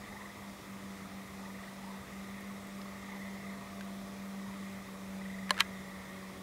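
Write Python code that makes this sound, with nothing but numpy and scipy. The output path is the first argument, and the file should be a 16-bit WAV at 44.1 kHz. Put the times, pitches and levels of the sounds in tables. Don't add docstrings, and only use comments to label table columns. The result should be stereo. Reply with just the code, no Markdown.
import sys
import numpy as np
from scipy import signal
from scipy.io import wavfile
from scipy.ndimage import uniform_filter1d

SR = 44100
rng = np.random.default_rng(int(sys.argv[2]) if len(sys.argv) > 2 else 0)


def voltage_ratio(level):
    return 10 ** (np.asarray(level, float) / 20)


def wrap_up_sound(samples):
    columns = np.atleast_2d(samples).T
    tamed = np.clip(columns, -1, 1)
    steps = np.round(tamed * 32767).astype(np.int16)
    wavfile.write(sys.argv[1], SR, steps)


N = 283122


def evened(x):
    return x / np.sqrt(np.mean(x ** 2) + 1e-20)


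def read(points, hz):
    f, value = np.transpose(points)
    return np.interp(np.log(hz + 1), np.log(f + 1), value)


def columns(rows):
    s, *rest = np.transpose(rows)
    return [np.interp(np.arange(N) / SR, s, column) for column in rest]


def bumps(rows):
    t = np.arange(N) / SR
    return sum(high * np.cos(np.pi / 2 * np.clip((t - s) / half, -1, 1)) ** 2 for s, high, half in rows)


def drift(top_hz):
    t = np.arange(0, N / SR + .02, .005)
    slow = sum(np.sin(2 * np.pi * (f * t + rng.random())) for f in np.geomspace(top_hz / 20, top_hz, 20))
    return np.interp(np.arange(N) / SR, t, evened(slow))


def add(mix, s, sound):
    part = mix[..., max(round(s * SR), 0):][..., :sound.shape[-1]]
    part += sound[..., :part.shape[-1]]


def panned(x, db):
    return x * voltage_ratio(np.array([[db / 2], [-db / 2]]))


def highpass(x, order, hz):
    return signal.sosfilt(signal.butter(order, hz, "high", fs=SR, output="sos"), x)


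def echoes(x, t60, onset):
    t = np.arange(SR // 3) / SR
    tail = rng.standard_normal((2, len(t))) * voltage_ratio(-60 * t / t60) * np.minimum(t / onset, 1)
    return signal.fftconvolve(x, tail / np.linalg.norm(tail[0]), axes=1)[:, :N]


def frogs():
    # (middle [s], rise [dB], half length [s])
    high_bouts = [(0, 7.5, 0.71), (1, 3.5, .4), (1.5, 2.2, 0.45), (2.25, 6.8, 0.58), (3.18, 9.5, 0.48),
                  (3.55, 5, 0.27), (4.62, 5.1, 0.45), (5.53, 9.4, 0.4), (6, 7.1, .45)]
    # (middle [s], rise [dB], half length [s])
    low_bouts = [(0, 5, 0.68), (.9, 4, 0.46), (1.43, 3.5, 0.58), (2.3, 3.5, 0.85), (2.92, 6, .4),
                 (3.68, 6, 0.42), (4.35, 3.5, 0.2), (4.7, 4.7, 0.5), (5.55, 5.1, 0.28), (6.24, 4.1, 0.55)]
    near, lone = caller(), croaks()
    calling = uniform_filter1d(1. * (near != 0), size=SR // 10)
    hush_db = -5 * np.minimum(calling * 2, 1)
    high_db = -58.5 + bumps(high_bouts) + hush_db - 4.0
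    low_db = -62.5 + bumps(low_bouts) - 1.5
    high = voices(high_db, 1983, 155.4, 298, 0.0195, 30, 1.1, -23.5, count=30)
    low = voices(low_db, 1184.0, 75, 112, 0.019, 16, 4.7, -28, count=12)
    right = panned(high, -5.0) + panned(near, -5.5)
    ahead = panned(low, -0.65) + panned(lone, -1.0)
    return right + ahead + echoes(voltage_ratio(-8.5) * right + voltage_ratio(-20) * ahead, 0.13, 0.046)


def caller():
    # (first note [s], end [s], gap [s], peak level [dB], middle pitch [Hz])
    runs = [
        (.0365, .32, .0436, -48.5, 1895),
        (1.4565, 1.7, .0445, -50, 1880),
        (2.041, 2.31, .041, -54, 1950),
        (5.214, 5.45, .0428, -47.5, 1930),
    ]
    warm_up_db, warm_up_s = 3, .05
    uneven_db, uneven_hz = .7, 15
    near = np.zeros(N)
    for first, end, gap, db, hz in runs:
        chance = rng.standard_normal((12, 2))
        for s, (loud, high) in zip(np.arange(first, end, gap), chance):
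            middle = hz + uneven_hz * high
            note_db = db + 3 - warm_up_db * np.exp((first - s) / warm_up_s) + uneven_db * loud
            add(near, s - .008, voltage_ratio(note_db) * chirp(middle - 230, middle + 300, .024, -22))
    return near


def chirp(from_hz, to_hz, length, overtone_db=-60):
    hz = np.linspace(from_hz, to_hz, max(round(length * SR), 8))
    turn = 2 * np.pi * np.cumsum(hz) / SR
    return (np.sin(turn) + voltage_ratio(overtone_db) * np.sin(2 * turn)) * np.hanning(len(hz))


def voices(level_db, hz, spread_hz, glide_hz, length, per_s, uneven_db, overtone_db, count):
    out = np.zeros(N)
    for pitch, (pace, start) in zip(np.linspace(-1, 1, count), rng.uniform(-1, 1, (count, 2))):
        cycles = np.arange(N) * per_s * (1 + .15 * pace) / SR + start
        beats = np.flatnonzero(np.diff(np.floor(cycles)))
        middle = hz + spread_hz * pitch
        note = chirp(middle - glide_hz / 2, middle + glide_hz / 2, length, overtone_db)
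        for at, db in zip(beats, uneven_db * drift(2.7)[beats]):
            add(out, at / SR, voltage_ratio(db) * note)
    slow = np.sqrt(uniform_filter1d(out ** 2, size=SR // 4) + 1e-12)
    return voltage_ratio(level_db) * out / slow


def croaks():
    # (time [s], peak level [dB], top pitch [Hz], length [s])
    arches = [
        (1.82, -48, 977, 0.146),
        (3.076, -52, 916, 0.119),
        (3.527, -53.5, 1006, 0.16),
    ]
    # (time [s], peak level [dB], start pitch [Hz], end pitch [Hz], length [s])
    slides = [
        (.101, -49.5, 787, 940, 0.085),
        (0.191, -49, 1013, 1150, .06),
        (1.374, -52, 763, 1003, 0.15),
        (3.269, -60, 922, 1130, 0.23),
        (3.432, -51, 1230, 1190, 0.039),
        (4.447, -51, 945, 1065, 0.104),
        (4.54, -51, 1245, 1140, 0.056),
    ]
    out = np.zeros(N)
    for s, db, hz, length in arches:
        add(out, s, voltage_ratio(db) * croak(.82 * hz, hz, .82 * hz, length))
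    for s, db, from_hz, to_hz, length in slides:
        add(out, s, voltage_ratio(db) * croak(from_hz, (from_hz + to_hz) / 2, to_hz, length))
    return out


def croak(start_hz, top_hz, end_hz, length):
    u = np.linspace(0, 1, round(length * SR))
    hz = np.polyval(np.polyfit([0, .5, 1], [start_hz, top_hz, end_hz], 2), u)
    shaky = evened(uniform_filter1d(rng.standard_normal(SR // 4), size=250))[:len(u)]
    throb = 1 - 0.37 * (1 + np.cos(2 * np.pi * 27 * length * u))
    return np.sin(2 * np.pi * np.cumsum(hz + 55 * shaky) / SR) * throb * signal.windows.tukey(len(u), .4)


def control():
    # (time [s], peak level [dB])
    press_blows = [
        (5.5066, -11.5),
        (5.5080, -46),
    ]
    # (frequency [Hz], level [dB], t60 [s])
    press_modes = [(600, -10, 0.075), (1050, 2, 0.032), (1690, 2, 0.021), (3120, 13, 0.006),
                   (3900, -7.5, 0.028), (4150, 6.5, 0.0097), (5800, -11, 0.014), (7200, -5.5, 0.0086),
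                   (9500, -2, 0.0063), (11900, -13, 0.0048)]
    # (time [s], peak level [dB])
    release_blows = [
        (5.6038, -16),
        (5.6053, -7),
        (5.6085, -26),
        (5.6140, -32),
        (5.6210, -36),
    ]
    # (frequency [Hz], level [dB], t60 [s])
    release_modes = [(1103, -14, 0.058), (1647, -16, 0.09), (1700, -7, 0.023), (2000, -14, 0.05),
                     (2070, -8, 0.017), (2470, -21.5, 0.068), (2520, -14, .017), (3140, -5, .015),
                     (3814, 1.5, 0.0099), (4100, -20, 0.014), (5170, -10.5, 0.013), (6050, -11, 0.01)]
    press = press_blows, press_modes, -8, 300
    release = release_blows, release_modes, -5, 950
    out = np.zeros((2, N))
    for blows, modes, bright_db, low_hz in (press, release):
        for s, db in blows:
            body = highpass(ring(modes, bright_db), 5, low_hz)
            add(out, s, panned(voltage_ratio(db) * body, -0.8))
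    add_creaks(out)
    out = highpass(out, 4, 480)
    dull = signal.sosfilt(signal.butter(2, [1200, 3300], "band", fs=SR, output="sos"), out)
    near = voltage_ratio(-16) * echoes(out, .03, .002)
    return out + near + voltage_ratio(-30) * echoes(dull, 0.12, 0.0087)


def add_creaks(out):
    # (time [s], peak level [dB], ring [Hz], left minus right [dB], small modes [dB])
    creaks = [(2.816, -38.5, 5200, 1, -3), (3.809, -35, 1570, 1, -13), (4.635, -42.5, 1300, 1, -1),
              (5.4938, -29, 1740, 4, 2), (5.542, -39, 1900, -2, -5), (5.568, -35, 1290, -1.5, -11),
              (5.578, -27.5, 1700, 1, -9), (5.5888, -27, 1400, 2, -8), (5.593, -31, 1700, -1, -12),
              (5.597, -37, 1840, 4, -3), (5.598, -24, 1980, 4, -4)]
    # (time [s], peak level [dB], lowest frequency [Hz])
    ticks = [
        (2.408, -46, 6000),
        (2.67, -48, 8000),
        (3.809, -44, 5300),
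    ]
    for s, db, hz, pan_db, bright_db in creaks:
        soft = signal.lfilter(*signal.butter(2, 11000, fs=SR), ring([(hz, 0, .018)], bright_db))
        add(out, s, panned(voltage_ratio(db) * soft, pan_db))
    for s, db, hz in ticks:
        thin = highpass(ring([]), 4, hz)
        add(out, s, voltage_ratio(db) * thin / abs(thin).max())


def ring(modes, bright_db=0.5):
    # (frequency [Hz], level [dB])
    casing = [(900, -8), (1300, -5.5), (3000, -3.5), (4500, -11.5), (6000, -18), (9000, -17),
              (15000, -21.5)]
    # (frequency [Hz], t60 [s])
    casing_t60 = [(700, 0.042), (2500, 0.015), (6000, 0.014), (15000, 0.0074)]
    t = np.arange(SR // 12) / SR
    place, sign = rng.uniform(-0.84, 1, (2, 70))
    hz = np.linspace(950, 15000, 70) + 100 * place
    crowd = zip(hz, read(casing, hz) + bright_db, read(casing_t60, hz), sign)
    x = sum(voltage_ratio(db - 60 * t / t60) * np.cos(2 * np.pi * f * t) for f, db, t60 in modes)
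    x += sum(voltage_ratio(db - 60 * t / t60) * np.cos(2 * np.pi * f * t + np.pi * p) for f, db, t60, p in crowd)
    x *= 1 - np.exp(-t / .0003)
    return x / abs(x).max()


def engine():
    # (time [s], pitch [Hz], level [dB])
    hum = [(0, 202.5, -52), (.45, 198.5, -44), (.65, 196, -45.5), (1.1, 194.4, -47.5), (2.1, 194.4, -46.5),
           (2.5, 197.5, -44), (2.95, 195.9, -45), (4.6, 195.6, -43.5), (4.88, 192.9, -47), (5.2, 193, -43),
           (5.5, 191.5, -43), (6.1, 190.4, -49), (6.42, 190.8, -48)]
    # (middle [s], depth [dB], half length [s])
    fades = [(.07, 12, 0.033), (.19, 5, .07), (.36, 10.5, 0.17), (.6, 14, 0.14), (.8, 6, .05),
             (.98, 5, .05), (1.09, 18, .025), (1.28, 8, 0.09), (1.71, 4.5, .17), (2.06, 8.5, 0.11),
             (2.27, 3, .05), (2.41, 4.5, 0.084), (2.65, 4.5, 0.2), (3, 4, 0.26), (3.41, 3.5, 0.073),
             (3.66, 6, 0.17), (4.12, 3.5, 0.14), (4.55, 2, 0.068), (4.85, 4, 0.091), (4.98, 3, 0.1),
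             (5.6, 5, 0.12), (5.87, 2.5, 0.14), (6.05, 5, 0.063), (6.35, 8, .05)]
    # (multiple of the strongest [-], resting level [dB rms], middle [s], rise [dB], half length [s])
    orders_upper = [(3, -69, 5.6, 8, 6.8), (3.5, -66.5, 3.74, 8, 0.77)]
    # (multiple of the strongest [-], level [dB rms])
    orders_weak = [(.5, -74.5), (1.25, -67), (1.5, -67), (2, -68), (2.5, -69), (5, -72)]
    hz, main_db = columns(hum)
    turn = 2 * np.pi * np.cumsum(hz) / SR
    out = voltage_ratio(main_db - bumps(fades)) * np.sin(turn)
    upper = [(order, db + bumps([rise])) for order, db, *rise in orders_upper]
    for order, db in upper + list(orders_weak):
        out += voltage_ratio(db + 1.23 * drift(5)) * np.sin(order * turn + 0.61 * drift(5))
    return np.sqrt(2) * out


def air():
    # (frequency [Hz], density [dB per Hz])
    air_spectrum = [(15, -57), (30, -44), (60, -2.5), (95, -16.5), (200, -17.5), (640, -21.5), (1100, -22),
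                    (1560, -27), (2400, -26), (2900, -33.5), (3600, -28.5), (4300, -34), (5300, -33.5),
                    (10400, -38.5), (16000, -42.5)]
    # (frequency [Hz], side minus mid [dB])
    air_side = [(60, -34), (170, -38), (300, -13.5), (700, -9), (1500, -8.5), (3000, -10), (6000, -17.5),
                (15000, -20)]
    frames, hz = N // 256 + 5, np.fft.rfftfreq(1024, 1 / SR)
    a, b, c, d, patches = rng.standard_normal((frames, 513, 5)).T
    patches = uniform_filter1d(patches, size=10, axis=0)
    patches = evened(uniform_filter1d(patches, size=14, axis=1))
    mid = a + 1j * b
    side = voltage_ratio(read(air_side, hz))[:, None] * (c + 1j * d)
    z = np.array([mid + side, mid - side]) * voltage_ratio(read(air_spectrum, hz)[:, None] + 1.0 * patches)
    return voltage_ratio(-50.5) * evened(signal.istft(z, nperseg=1024, noverlap=768)[1][:, :N])


def circuits():
    # (frequency [Hz], level [dB rms])
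    whines = [(3357, -86), (5095, -87), (6833, -89), (8452, -87), (8511, -85), (10190, -91), (15734, -89)]
    t = np.arange(N) / SR
    return sum(np.sqrt(2) * voltage_ratio(db) * np.sin(2 * np.pi * hz * t) for hz, db in whines)


def scene():
    return frogs() + control() + engine() + air() + circuits()


def roll_off(x):
    return signal.sosfilt(signal.butter(12, 16300, fs=SR, output="sos"), x)


def record(dry):
    edge = signal.firwin(801, 15760, window=("kaiser", 9), fs=SR)
    x = highpass(dry, 2, 40)
    return roll_off(signal.oaconvolve(x, edge[None], "same"))


dry = scene()
out = record(dry)
wrap_up_sound(out)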